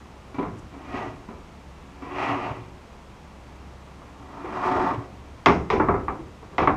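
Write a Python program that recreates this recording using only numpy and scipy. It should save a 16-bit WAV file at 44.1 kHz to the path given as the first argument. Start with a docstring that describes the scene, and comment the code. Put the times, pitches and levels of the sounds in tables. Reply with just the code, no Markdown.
"""An outdoor building site: a long rough-sawn board is shoved onto a timber frame in three pushes.
Stick-slip friction of its fibres makes the scraping. Impacts excite its bending modes and the pile
beneath: it bumps softly at first, then drops with a crack, bounces on the other boards and is knocked
once more. Three times it sags onto its support with a deep thud. Behind it lie a faint outdoor hush,
a low hum and one brief rustle."""
import sys
import numpy as np
from scipy import signal
from scipy.io import wavfile

SR = 44100
rng = np.random.default_rng(int(sys.argv[2]) if len(sys.argv) > 2 else 0)


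def digitize_waveform(pressure):
    """Quantize a signal to 16-bit integers and store it at the path in sys.argv[1].

    Rows of a 2-D input are taken as channels; values are limited to [-1, 1].
    """
    field = np.atleast_2d(pressure).T
    bounded = np.clip(field, -1, 1)
    quanta = np.round(bounded * 32767).astype(np.int16)
    wavfile.write(sys.argv[1], SR, quanta)


N = 298116
TIME = np.arange(N) / SR
EDGES = 22 * 2 ** (np.arange(39) / 4)   # quarter-octave bands, f/Hz
CENTRES = np.sqrt(EDGES[1:] * EDGES[:-1])
# boundaries between the bass, middle, clack and splinter registers: f/Hz
CROSSOVERS_HZ = [547, 1730, 3930]


def from_db(db):
    """Amplitude ratio of a level in decibels."""
    return 10 ** (np.asarray(db) / 20)


def rms_one(x):
    """Normalisation to unit rms along time."""
    return x / np.sqrt(np.mean(x ** 2, axis=-1, keepdims=True) + 1e-20)


def at_hz(points, hz):
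    """Interpolation on a logarithmic frequency axis."""
    known_hz, value = np.transpose(points)
    return np.interp(np.log(hz), np.log(known_hz), value)


def drift(rate):
    """Random modulation of unit rms, with `rate` new values a second."""
    knots = rng.standard_normal(int(N / SR * rate) + 2)
    return rms_one(np.interp(TIME * rate, np.arange(len(knots)), knots))


def split(pair):
    """Quarter-octave filter bank, unit rms per band; neighbours take uncorrelated inputs."""
    filters = [signal.butter(2, edge, "band", fs=SR, output="sos") for edge in zip(EDGES, EDGES[1:])]
    return rms_one(np.array([signal.sosfilt(sos, pair[k % 2]) for k, sos in enumerate(filters)]))


def band_gains(spectrum):
    """Band power is spectral density times bandwidth; the total is scaled to 1."""
    gain = from_db(at_hz(spectrum, CENTRES)) * np.sqrt(CENTRES)
    return gain / np.linalg.norm(gain)


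def registers(x, edges_hz):
    """Crossover filtering into registers, from bass to treble."""
    edges = [12, *edges_hz, .45 * SR]
    filters = [signal.butter(5, band, "band", fs=SR, output="sos") for band in zip(edges, edges[1:])]
    return np.array([signal.sosfilt(sos, x) for sos in filters])


def board_ring(modes, t, scatter_db):
    """Modal superposition: damped sinusoids, their random strengths standing for the contact point."""
    hz, db, t60 = np.transpose(modes)[:, :, None]
    gain = from_db(db + scatter_db * rng.standard_normal(hz.shape))
    waves = np.sin(2 * np.pi * (hz * t + rng.random(hz.shape)))
    build_up = 1 - np.exp(-(t / .001) ** 2)
    return build_up * np.sum(gain * waves * from_db(-60 * t / t60), axis=0) / np.linalg.norm(gain)


def hush(level_db):
    """Stationary outdoor noise whose spectral density falls towards the treble."""
    # ambient spectrum: f/Hz, relative density level/dB
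    spectrum = [(20, -10), (38, -5.5), (64, -6), (82, -5.5), (110, -7.5), (150, -7.5), (205, -8),
                (270, -12), (550, -16), (1040, -16), (1540, -24.5), (2400, -26), (4200, -34.5), (6500, -37),
                (15500, -57.5)]
    return from_db(level_db) * (band_gains(spectrum) @ split(rng.standard_normal((2, N))))


def hum(hz, level_db, waver_db):
    """A far tone wavers by slow frequency and amplitude modulation."""
    phase = 2 * np.pi * np.cumsum(hz + 0.77 * drift(5.2)) / SR
    return from_db(level_db + waver_db * drift(5.2)) * np.sqrt(2) * np.sin(phase)


def rustle(at_s, half_width_s, band_hz, level_db):
    """Band-limited noise under a bell-shaped envelope: a brief, dry brush."""
    hiss = signal.sosfilt(signal.butter(2, band_hz, "band", fs=SR, output="sos"), rng.standard_normal(N))
    return from_db(level_db) * rms_one(hiss) * np.exp(-((TIME - at_s) / half_width_s) ** 2)


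def sags(hz, t60_s, attack_s, shudder_db):
    """Damped flexural vibration: the whole length swings in a low mode and shudders on its support."""
    # deep thuds: t/s, level/dB before attack and shudder
    thuds = [(.481, -36), (2.471, -31.5), (4.929, -30)]
    s, db = np.transpose(thuds)[:, :, None]
    t = np.maximum(TIME - s, 0)
    swing = np.sin(2 * np.pi * hz * t) * (1 - np.exp(-t / attack_s))
    return np.sum(swing * from_db(db - 60 * t / t60_s), axis=0) * from_db(shudder_db * drift(60))


def push_envelopes(s, attack_s, hold_s):
    """Friction noise follows the load: it builds, grows heavier and duller, then decays exponentially."""
    # response of bass, middle and treble: rise in the attack/dB, swell in the hold/dB, fade/(dB/s)
    response = [(14, 4.5, 83), (20, 2, 143), (20, -2, 109)]
    rise_db, swell_db, fade_db_per_s = np.transpose(response)[:, :, None]
    t = TIME - s
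    building = np.maximum(1 - t / attack_s, 0)
    bearing = np.clip((t - attack_s) / hold_s, 0, 1)
    eased_s = np.maximum(t - attack_s - hold_s, 0)
    return from_db(swell_db * bearing - rise_db * building - fade_db_per_s * eased_s)


def scrapes(catches_per_s, catch_spread_db, judder_db):
    """Stick-slip friction: rough fibres catch and let go in dense impulses that drive the board."""
    # pushes, the second in two shoves: t/s, attack/s, hold/s, then as the attack ends:
    # middle level/dB, bass re middle/dB, treble re middle/dB
    pushes = [(0.766, 0.2, .07, -36.5, -1.5, -5.5), (2.045, 0.17, 0.12, -28.5, -5, -5.5),
              (2.352, 0.088, 0.047, -36.5, -6.5, -6), (4.321, 0.32, 0.24, -26.5, -6, -12.5)]
    # spectra of the three stretches of board being rubbed: f/Hz, relative density level/dB
    first = [(50, -23), (105, 0.5), (190, -14), (275, 0), (460, -21), (620, -4.5), (1130, -10.5),
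             (1500, -17.5), (2500, -15), (3300, -28.5), (4300, -34), (5600, -33), (8000, -48), (15000, -68)]
    second = [(50, -36), (115, -1), (200, -7), (280, -12), (480, -6), (850, 1), (1150, -1.5), (1550, -14.5),
              (2000, -7), (2550, -7.5), (3300, -23), (4300, -29.5), (5600, -29), (8000, -49), (15000, -72)]
    third = [(50, -35), (115, -10), (190, -5), (360, -5), (540, -9.5), (750, -7.5), (1150, -4),
             (1550, -19.5), (1950, -10.5), (3000, -21.5), (4300, -30.5), (5100, -29.5), (8000, -43),
             (15000, -67)]
    # modes of the sliding board, held at one end: f/Hz, relative level/dB, T60/s
    held_modes = [(112.8, -11, 0.68), (241, -6.5, 0.32), (282.9, 0, 0.61), (333, -13, 0.2), (366, 3.5, 0.2),
                  (445, -12, 0.38), (675, -12, 0.51), (731.4, -2, 0.23), (783, -18, 0.12), (889, -6, 0.33),
                  (950, -1, 0.047), (1088, -3, 0.26), (1190, -3.5, 0.16), (1250, -5.5, 0.24),
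                  (1303, -12, 0.14), (1940, 5, 0.046), (2420, -11, 0.3)]
    sizes = from_db(catch_spread_db * np.minimum(rng.exponential(1, size=(3, N)), 4))
    sizes *= rng.choice([-1, 1], size=(3, N))
    slips = sizes * (rng.random(sizes.shape) < catches_per_s / SR) * from_db(judder_db * drift(70))
    bands, out = split(slips), np.zeros(N)
    impulse_response = board_ring(held_modes, TIME[:SR], scatter_db=1.5)
    ring = rms_one(signal.fftconvolve(slips[-1], impulse_response)[:N])
    for (s, attack_s, hold_s, db, bass_db, treble_db), rasp in zip(pushes, [first, second, second, third]):
        parts = rms_one(registers(band_gains(rasp) @ bands + ring, CROSSOVERS_HZ[:2]))
        gains = from_db(db + np.array([bass_db, 0, treble_db]))
        out += gains @ (parts * push_envelopes(s, attack_s, hold_s))
    return out


def contacts(loss_db, rebound_bass_db, longer_ms):
    """Inelastic rebound: after each blow the board lands again, weaker and with a longer contact."""
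    # board striking timber: t/s, middle level/dB, bass re middle/dB, contact/ms, rebound/s, thump f/Hz
    impacts = [(.344, -44.5, 5.5, 0.089, .02, 283), (.384, -34, 8.5, 0.56, 0.024, 277),
               (.427, -37, 3, 0.75, .054, 293), (.737, -50.5, 4.5, 0.22, .04, 276),
               (.941, -39, 6, .2, .025, 272), (1.287, -45.5, 6.5, 0.67, .04, 222),
               (2.022, -44, 6, 0.23, .025, 271), (4.018, -52, -8, 1.0, .012, 400),
               (4.444, -41.5, 6.5, 0.54, .015, 357), (4.636, -29.5, -10, 1.4, 0.013, 404),
               (4.755, -40, 11.5, .8, .03, 364), (5.460, -16, -9, 0.076, .025, 403.4),
               (5.4648, -15.5, -5, 1.2, .032, 403.6), (5.702, -24.5, -3.5, 0.12, .022, 443),
               (5.735, -30, 8.5, 0.72, 0.023, 391), (5.798, -22, 1.5, 1.3, .014, 309),
               (5.886, -21, -1, 1.4, 0.055, 401.4), (6.082, -27.5, -7.5, 1.1, .014, 390),
               (6.192, -51, 14.5, 0.79, .05, 322.5), (6.426, -51, 2.5, 0.81, .03, 452),
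               (6.530, -52, 5.5, .5, .02, 381), (6.582, -22, -4.5, 0.28, .022, 394),
               (6.62, -27, 2.5, 0.39, .012, 353), (6.674, -17.5, -8, .85, 0.021, 293)]
    for s, db, bass_db, contact_ms, rebound_s, thump_hz in impacts:
        crack_db = 2.5 - bass_db   # bass-heavy blows crack less
        yield s, db, bass_db, contact_ms, crack_db, thump_hz
        yield s + rebound_s, db - loss_db, rebound_bass_db, contact_ms + longer_ms, crack_db, thump_hz


def blows(ring_db, snap_db, crack_s, spread_s, thump_t60_s):
    """Impact excitation: a snap, a crack and a hollow thump, then free vibration of board and pile."""
    # modes of the board lying loose: f/Hz, relative level/dB, T60/s
    loose_modes = [(102.4, -9, 1), (177, -10, 0.86), (227.1, -8, 0.66), (234.3, -4, 0.29),
                   (275.8, -1.5, 0.28), (309.4, -5.5, 0.76), (397.4, -12, 0.4), (443, -10.5, 0.47),
                   (518, -6, 0.57), (606, -35, 0.48), (706, -2.5, 0.28), (766, 0, 0.37), (879, 1.5, 0.16),
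                   (1000, 4.5, 0.36), (1070, -3, 0.34), (1098, -2, 0.15), (1125, -5, 0.11), (1183, -1, .3),
                   (1220, -31, .3), (1290, -3.5, 0.36), (1580, -22, .3), (1880, -17.5, 0.18),
                   (2320, 5, 0.25), (2160, -18, .22), (2070, -12, 0.59), (2640, -32, .25)]
    # heavily damped first wave from the contact: f/Hz, relative level/dB, T60/s
    snap_modes = [(374, -16, 0.055), (983, -3.5, 0.017), (1119, -5.5, 0.029), (2046, 7.5, 0.0059),
                  (2780, -2.5, 0.0041), (4890, -33.5, 0.004)]
    # dense, weaker resonances of the pile: f/Hz, relative density level/dB
    pile_spectrum = [(25, -10), (60, -3.5), (110, -5), (250, -5), (400, 2), (530, -7), (800, -2.5),
                     (1200, -2.5), (1600, -13.5), (2300, -0.5), (3200, -14.5), (4300, -12), (5600, -13.5),
                     (8000, -45), (15000, -74)]
    # their decay: f/Hz, T60/s
    pile_decay = [(80, 0.95), (250, 0.7), (600, 0.41), (1500, 0.34), (4000, 0.27), (10000, 0.69)]
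    t, out = np.arange(int(.7 * SR)) / SR, np.zeros(N + SR)
    attack = slice(0, SR // 25)   # the first 40 ms set each register's level
    # dispersion: high bending waves travel faster, so bass builds up last and treble cracks shortest
    slowness = np.sqrt(1000 / CENTRES[:, None])
    rise = band_gains(pile_spectrum)[:, None] * (1 - np.exp(-(t / (spread_s * slowness)) ** 2))
    tail = rise * from_db(-60 * t / at_hz(pile_decay, CENTRES)[:, None])
    crack_tilt = at_hz([(100, 0.17), (900, 0.35), (2200, 0.87), (6000, 1.2)], CENTRES)[:, None]
    crack = rise * np.exp(-t / (crack_s * slowness)) * crack_tilt
    snap = sum(from_db(db) * np.sin(2 * np.pi * hz * t) * from_db(-60 * t / t60)
               for hz, db, t60 in snap_modes)
    onset = 1 - np.exp(-(t / spread_s) ** 2)
    bands = split(rng.standard_normal((2, N)))
    landings = contacts(loss_db=9, rebound_bass_db=1, longer_ms=0.23)
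    for s, level_db, bass_db, contact_ms, crack_db, thump_hz in landings:
        start = rng.integers(N - len(t))
        pile = np.sum((tail + from_db(crack_db) * crack) * bands[:, start:start + len(t)], axis=0)
        ring = from_db(ring_db) * board_ring(loose_modes, t, scatter_db=5.5)
        board = ring + from_db(snap_db + crack_db) * snap
        parts = registers(pile + onset * board, CROSSOVERS_HZ)
        parts /= parts[:, attack].std(axis=1, keepdims=True)
        # the span between contact and support flexes briefly
        thump = np.sin(2 * np.pi * thump_hz * t) * from_db(-60 * t / thump_t60_s) * onset
        thump_db = -3 + 0.56 * bass_db   # re the rest of the bass
        parts[0] += from_db(thump_db) * thump / thump[attack].std()
        parts[0] /= parts[0, attack].std()
        # a longer contact dulls the two upper registers
        clack_db = -7 - 16 * contact_ms
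        splinter_db = -18 - 35.5 * contact_ms
        gains = from_db(level_db + np.array([bass_db, 0, clack_db, splinter_db]))
        at = int((s - .0012) * SR)
        out[at:at + len(t)] += gains @ parts
    return out[:N]


def scene():
    """Linear superposition of board and background in one channel."""
    knocks = blows(ring_db=0.5, snap_db=10.0, crack_s=0.0059, spread_s=0.0018, thump_t60_s=0.17)
    sliding = scrapes(catches_per_s=4500, catch_spread_db=3.0, judder_db=1.0)
    brush = rustle(at_s=.592, half_width_s=.016, band_hz=(4800, 8200), level_db=-61)
    background = hush(level_db=-45) + hum(hz=67.7, level_db=-50.5, waver_db=2.0)
    thuds = sags(hz=113.3, t60_s=0.69, attack_s=0.022, shudder_db=5)
    return (background + brush + thuds + sliding + knocks)[None]


def record(dry):
    """Soft saturation rounds the loudest peaks; a low-pass filter cuts above 15.4 kHz."""
    rounded = dry / (1 + dry ** 10) ** (1 / 10)
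    return signal.sosfilt(signal.ellip(10, .1, 90, 15400, fs=SR, output="sos"), rounded)


dry = scene()
out = record(dry)
digitize_waveform(out)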